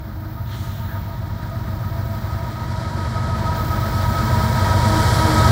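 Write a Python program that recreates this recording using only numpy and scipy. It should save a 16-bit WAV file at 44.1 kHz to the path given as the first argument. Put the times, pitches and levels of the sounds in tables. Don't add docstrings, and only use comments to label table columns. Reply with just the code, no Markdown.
import sys
import numpy as np
from scipy import signal
from scipy.fft import rfft, irfft
from scipy.io import wavfile

SR = 44100
rng = np.random.default_rng(int(sys.argv[2]) if len(sys.argv) > 2 else 0)


def int16_out(signal):
    q = np.round(np.clip(np.atleast_2d(signal).T, -1, 1) * 32767)
    wavfile.write(sys.argv[1], SR, q.astype(np.int16))


N = 242991
TIME = np.arange(N) / SR

# time in seconds, four-stroke cycles per second in Hz.
LEAD_SPEED = [(0, 7.86), (.8, 7.91), (1.6, 7.985), (5.5, 7.955)]
# time in seconds, four-stroke cycles per second in Hz.
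TRAIL_SPEED = [(0, 6.89), (3, 6.895), (5.5, 6.86)]

TRACK_M, BLOWER_DB, BLOWER_LOSS_DB_PER_M = 15.33, -18.5, 0.0625


def engines(lead_db=-3, trail_db=-5.5, rumble_db=-11.0, trail_lag_db=-3, boom_hz=93, boom_width_hz=4, boom_db=-13):
    # multiple of cycle rate, level in dB.
    lead_orders = [(6, -30), (7, -38), (9, -27), (10, -33), (11, -29), (12, -22), (13, -30), (14, -33),
                   (15, -22), (16, -35), (17, -39), (18, -33), (19, -40), (20, -38), (21, -32), (22, -39),
                   (24, -42), (26, -38), (27, -34), (28, -35), (29, -39), (31, -47), (32, -46), (46, -47)]
    # multiple of cycle rate, level in dB.
    trail_orders = [(6, -36), (7, -36), (9, -27), (10, -34), (12, -28), (13, -34), (14, -32), (15, -25),
                    (17, -35), (18, -38), (19, -37), (20, -41), (21, -37), (30, -38), (31, -42)]
    # frequency in Hz, relative level in dB per Hz.
    rumble_spectrum = [(15, -38), (33, -33), (45, -12), (70, -7.5), (100, 2.5), (135, -4), (180, -9.5),
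                       (220, -6.5), (260, -15), (330, -11), (400, -18.5), (450, -52), (1200, -55.5)]
    # peak in seconds, half length in seconds, rise in dB.
    engine_swell = (3.33, 0.18, 1)
    track_db, shadow_db = -12, -0.5

    lead = exhaust(LEAD_SPEED, lead_orders, waver=0.17, waver_hz=2.0, smear=0.8)
    trail = exhaust(TRAIL_SPEED, trail_orders, waver=0.22, waver_hz=1.5, smear=1.0)
    far = gain_of(trail_db) * trail + gain_of(boom_db) * fuzzy(boom_hz, boom_width_hz)
    far = far * gain_of(trail_lag_db * TIME / TIME[-1])
    rumble = coloured(rng.standard_normal(N) * throb(depth=0.51, order=3), rumble_spectrum)
    level_db = track_db + spreading() + swell(*engine_swell) + shadow_db * cover()
    return gain_of(level_db) * (gain_of(lead_db) * lead + far + gain_of(rumble_db) * rumble)


def exhaust(speed, orders, waver, waver_hz, smear):
    # lowest multiple of cycle rate, peak in seconds, half length in seconds, rise in dB.
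    bark_from, *bark = (25, 4.62, 0.83, 2.9)
    turns = np.cumsum(curve(speed)) / SR + rng.random()
    out = np.zeros(N)
    for order, db in orders:
        lag = smear * rng.random()
        tone = np.exp(2j * np.pi * (order * turns + lag))
        wavering = 1 + waver * (drift(waver_hz) + 1j * drift(waver_hz))
        bark_db = swell(*bark) * (order >= bark_from)
        out += gain_of(db + bark_db) * (tone * wavering).real
    return evened(out)


def throb(depth, order):
    return 1 + depth * np.cos(2 * np.pi * order * np.cumsum(curve(LEAD_SPEED)) / SR)


def blowers(flutter=0.39, flutter_hz=14, roar_db=-3, gust_db=0.76, gust_hz=13.0):
    # multiple of blade rate, clean tone in dB, scattered skirt in dB,
    # skirt centre in Hz (at the engine's last speed), skirt width in Hz.
    whine_rows = [(1, -24, -28.5, 310, 18), (2, -18, -13, 655, 83), (3, -13, -12.5, 947, 78),
                  (4, -11, -11.5, 1270, 62), (5, -26.5, -21, 1590, 37), (6, -28, -21.5, 1890, 34),
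                  (7, -31.5, -23.5, 2215, 40)]
    # multiple of blade rate, peak in seconds, half length in seconds, rise in dB.
    beams = [(3, 3.49, .17, 7), (3, 4.62, 0.51, 6), (3, 5.33, 0.1, 2.5), (4, 3.64, 0.82, 3.5),
             (4, 5.45, 0.025, 5)]
    # frequency in Hz, relative level in dB per Hz.
    roar_spectrum = [(150, -14), (350, -4), (520, 1.5), (700, -0.5), (820, 0), (1100, -2.5), (1400, -1.5),
                     (1850, -5), (2050, -9), (2400, -15), (2750, -20), (4000, -14), (9000, -33)]
    blades_per_cycle = 40.18
    clean_db, scatter_db_per_m = 2.5, 0.08
    bright_db, bright_loss_db_per_m = 1.6, 0.17
    roar_loss_db_per_m = 0.0458
    shadow_db, shadow_clean_db = 0.5, -16

    speed = curve(LEAD_SPEED)
    phase = 2 * np.pi * np.cumsum(blades_per_cycle * speed) / SR
    skirt_phase = 2 * np.pi * np.cumsum(speed / speed[-1]) / SR
    hidden = cover()
    clarity = gain_of(clean_db - loss(scatter_db_per_m) + shadow_clean_db * hidden)
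    brightness = gain_of(bright_db - loss(bright_loss_db_per_m))

    whine = np.zeros(N, complex)
    for order, tone_db, skirt_db, skirt_hz, width_hz in whine_rows:
        fading = evened(1 + flutter * (drift(flutter_hz) + 1j * drift(flutter_hz)))
        tone = gain_of(tone_db) * clarity * fading * np.exp(1j * order * phase)
        scatter = evened(drift(width_hz / 2) + 1j * drift(width_hz / 2))
        skirt = gain_of(skirt_db) * scatter * np.exp(1j * skirt_hz * skirt_phase)
        beam_db = sum(swell(*beam) for beam_order, *beam in beams if beam_order == order)
        whine += gain_of(beam_db) * (tone + skirt) * (brightness if skirt_hz > 1000 else 1)

    roar = coloured(rng.standard_normal(N) * throb(depth=0.053, order=3), roar_spectrum)
    roar = roar * gain_of(roar_db - loss(roar_loss_db_per_m) + gust_db * drift(gust_hz))
    level_db = BLOWER_DB + spreading() - loss(BLOWER_LOSS_DB_PER_M) + shadow_db * hidden ** 2
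    return gain_of(level_db) * (np.sqrt(2) * whine.real + roar)


def wheels(rattles_per_s=30, rattle_s=0.0019, rattle_db=-13, shimmer_db=0.9, shimmer_hz=19.0, top_hz=6500):
    # peak in seconds, half length in seconds, rise in dB.
    rough_rail = [(2.8, 0.21, 2), (5.06, 0.17, 1)]
    # frequency in Hz, relative level in dB per Hz.
    rail_spectrum = [(1500, -39), (2900, -26), (3100, -2), (3550, -6), (3900, -2), (5300, -3.5), (5900, -7),
                     (6450, -11.5), (7400, -7.5), (9300, -13), (10800, -16.5), (13000, -16), (16000, -23)]
    # peak in seconds, half length in seconds, change in dB.
    sizzles = [(2, .55, 5), (2.902, .3, 2), (5.47, 0.18, -3)]
    track_db, loss_db_per_m = -28.5, 0.23
    treble_db, treble_loss_db_per_m = 1, 0.22
    treble_shadow_db = -9

    level_db = track_db + spreading() - loss(loss_db_per_m) + sum(swell(*row) for row in rough_rail)
    knocks = (rng.random(N) < rattles_per_s / SR) * rng.uniform(0.18, 1, N)
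    bursts = evened(signal.lfilter([1], [1, -np.exp(-1 / (rattle_s * SR))], knocks))
    rattle = gain_of(rattle_db + (level_db - level_db.max()) / 2) * bursts * rng.standard_normal(N)
    hiss = rng.standard_normal(N) * throb(depth=0.04, order=3)
    rolling = coloured(hiss + rattle, rail_spectrum)

    highpass = signal.butter(2, top_hz, "high", fs=SR, output="sos")
    top = signal.sosfiltfilt(highpass, rolling)
    top_db = treble_db - loss(treble_loss_db_per_m) + treble_shadow_db * cover()
    top_db = top_db + sum(swell(*row) for row in sizzles)
    rolling = rolling + (gain_of(top_db) - 1) * top
    return rolling * gain_of(level_db + shimmer_db * drift(shimmer_hz))


def scuffs(half_s=0.0074):
    # peak in seconds, level in dB.
    scuff_times = [(1.19, -57), (1.28, -57), (1.43, -56), (1.5, -55), (3.65, -44), (3.96, -47), (4.63, -44),
                   (4.885, -37), (5.0, -38), (5.137, -37), (5.345, -35), (5.386, -34)]
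    # frequency in Hz, relative level in dB per Hz.
    scuff_spectrum = [(2000, -30), (3800, -2), (6000, -4), (7800, 0), (10000, -5), (15000, -14)]
    level = sum(gain_of(db) * bump(at, half_s) for at, db in scuff_times)
    return coloured(rng.standard_normal(N), scuff_spectrum) * level


def squeals():
    # peak in seconds, half length in seconds, pitch in Hz, width in Hz, level in dB.
    squeal_rows = [(3.6, .07, 14000, 70, -53), (3.85, .25, 12520, 70, -54), (3.9, .45, 13200, 150, -59),
                   (4.03, 0.15, 9980, 450, -55), (4.4, .15, 14020, 60, -55), (4.5, 0.3, 10000, 450, -56),
                   (5.18, .13, 10050, 550, -46)]
    return sum(gain_of(db) * bump(at, half_s) * fuzzy(hz, width_hz)
               for at, half_s, hz, width_hz, db in squeal_rows)


def side_whines(flutter=0.36, flutter_hz=8, pulsing=0.9):
    # pitch in Hz, loudest at in seconds, half length in seconds, level in dB against the blowers.
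    side_rows = [(668, 1.7, 1.6, -11.5), (662, 3.3, 1.1, -13.5), (648, 4.5, .9, -15), (921, .85, .35, -10),
                 (932, 2.9, 1.1, -13), (947, 1.2, .5, -13), (946, 4.3, 1.2, -14), (1255, .5, .6, -13),
                 (1240, 1.6, 1.6, -13), (1265, 3.3, 1.4, -8.5), (1273, 3.9, .7, -12), (1296, 3.8, 1, -15)]
    turns = np.cumsum(curve(TRAIL_SPEED)) / SR
    out = np.zeros(N)
    for hz, at, half_s, db in side_rows:
        fading = 1 + flutter * (drift(flutter_hz) + 1j * drift(flutter_hz))
        fading = fading * (1 + pulsing * np.cos(2 * np.pi * (turns + rng.random())))
        tone = np.exp(2j * np.pi * (hz * TIME + rng.random()))
        out += gain_of(db) * bump(at, half_s) * evened((fading * tone).real)
    return out * gain_of(BLOWER_DB + spreading() - loss(BLOWER_LOSS_DB_PER_M))


def hum(pitch_hz=315, flutter=0.36, flutter_hz=8, track_db=-36.5):
    # peak in seconds, half length in seconds, rise in dB.
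    fan_swells = [(.2, 0.25, 8), (2.003, 0.46, 3), (4.197, 0.076, 7.5), (4.96, 0.082, 11.5),
                  (5.293, 0.08, 16.5)]
    fading = 1 + flutter * (drift(flutter_hz) + 1j * drift(flutter_hz))
    level_db = track_db + spreading() + sum(swell(*row) for row in fan_swells)
    return gain_of(level_db) * evened((fading * np.exp(2j * np.pi * pitch_hz * TIME)).real)


def air_puff(waver_db=1.0, waver_hz=14):
    # frequency in Hz, relative level in dB per Hz.
    body_spectrum = [(700, -20), (1200, 2), (1900, -0.5), (2500, -9), (3100, -1.5), (3600, 0), (4200, -2.5),
                     (4700, -13), (7000, -16), (9000, -30), (14000, -50)]
    # frequency in Hz, relative level in dB per Hz.
    spray_spectrum = [(2500, -30), (4500, -1), (7000, 0), (8500, -5), (10000, -6), (11800, -9),
                      (14000, -22)]
    body = puff_layer(body_spectrum, level_db=-43.0, attack_s=0.12, fade_db_per_s=25)
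    spray = puff_layer(spray_spectrum, level_db=-50.0, attack_s=0.2, fade_db_per_s=49)
    return body * gain_of(waver_db * drift(waver_hz)) + spray


def puff_layer(spectrum, level_db, attack_s, fade_db_per_s, start_s=0.42, fade_from_s=0.65):
    rise = np.sin(np.pi / 2 * np.clip((TIME - start_s) / attack_s, 0, 1)) ** 2
    fade_db = fade_db_per_s * np.maximum(TIME - fade_from_s, 0)
    return coloured(rng.standard_normal(N), spectrum) * rise * gain_of(level_db - fade_db)


def chirp(at=0.925, half_s=0.063, pitch_hz=1620, fall_hz_per_s=1500, width_hz=380, level_db=-41.5):
    return gain_of(level_db) * bump(at, half_s) * fuzzy(pitch_hz - fall_hz_per_s * (TIME - at), width_hz)


def thin_hiss(flicker_db=0.7, flicker_hz=15):
    # time in seconds, level in dB.
    thin_level = [(0.0, -53), (0.4, -48), (0.62, -48), (0.87, -45), (1.26, -52.5), (2.07, -46.5),
                  (2.65, -52), (2.7, -59), (2.91, -72), (2.94, -58), (3.1, -70), (3.35, -75), (3.37, -52),
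                  (3.52, -53), (3.57, -41), (3.82, -44), (4.48, -42), (4.79, -47.5), (5.51, -46)]
    # frequency in Hz, relative level in dB per Hz.
    thin_spectrum = [(7000, -34), (11000, -27), (12500, -8), (14000, 2.5), (15500, 6), (16500, -5)]
    level_db = curve(thin_level) + flicker_db * drift(flicker_hz)
    return coloured(rng.standard_normal(N), thin_spectrum) * gain_of(level_db)


def ground(x, dip_hz=460, far_db=-7, near_db=1.0, sharpness=7.0):
    band = signal.filtfilt(*signal.iirpeak(dip_hz, sharpness, fs=SR), x)
    return x + (gain_of(np.linspace(far_db, near_db, N)) - 1) * band


def cover(open_s=0.63):
    return np.maximum(1 - TIME / open_s, 0)


def distance(train_m_per_s=14.35, abreast_s=6.093):
    return np.hypot(TRACK_M, train_m_per_s * (abreast_s - TIME))


def loss(db_per_m):
    return db_per_m * (distance() - TRACK_M)


def spreading():
    return 20 * np.log10(TRACK_M / distance())


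def swell(at, half_s, rise_db):
    return rise_db * bump(at, half_s)


def bump(at, half_s):
    return np.exp(-((TIME - at) / half_s) ** 2)


def gain_of(db):
    return 10 ** (np.asarray(db) / 20)


def evened(x):
    return x / np.sqrt(np.mean(abs(x) ** 2) + 1e-20)


def curve(rows):
    seconds, values = np.transpose(rows)
    return np.interp(TIME, seconds, values)


def coloured(x, spectrum):
    hz, db = np.transpose(spectrum)
    bins = np.fft.rfftfreq(N, 1 / SR)
    shape = gain_of(np.interp(np.log(bins + 1), np.log(hz), db))
    return evened(irfft(rfft(x) * shape, N))


def drift(rate_hz, size=2048):
    bins = np.fft.rfftfreq(size, N / SR / size)
    slow = irfft(rfft(rng.standard_normal(size)) / (1 + (bins / rate_hz) ** 4))
    return np.interp(TIME, np.linspace(0, N / SR, size), evened(slow))


def fuzzy(hz, width_hz):
    scatter = drift(width_hz / 2, size=16384) + 1j * drift(width_hz / 2, size=16384)
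    turns = np.cumsum(hz * np.ones(N)) / SR
    return evened((scatter * np.exp(2j * np.pi * turns)).real)


def scene():
    motors = ground(engines() + blowers()) + side_whines() + hum()
    running_gear = wheels() + scuffs() + squeals()
    return (motors + running_gear + air_puff() + chirp() + thin_hiss())[None]


def record(dry, edge_hz=15780):
    lowpass = signal.firwin(1023, edge_hz, window=("kaiser", 9), fs=SR)
    return signal.oaconvolve(dry, lowpass[None], "same")


dry = scene()
out = record(dry)
int16_out(out)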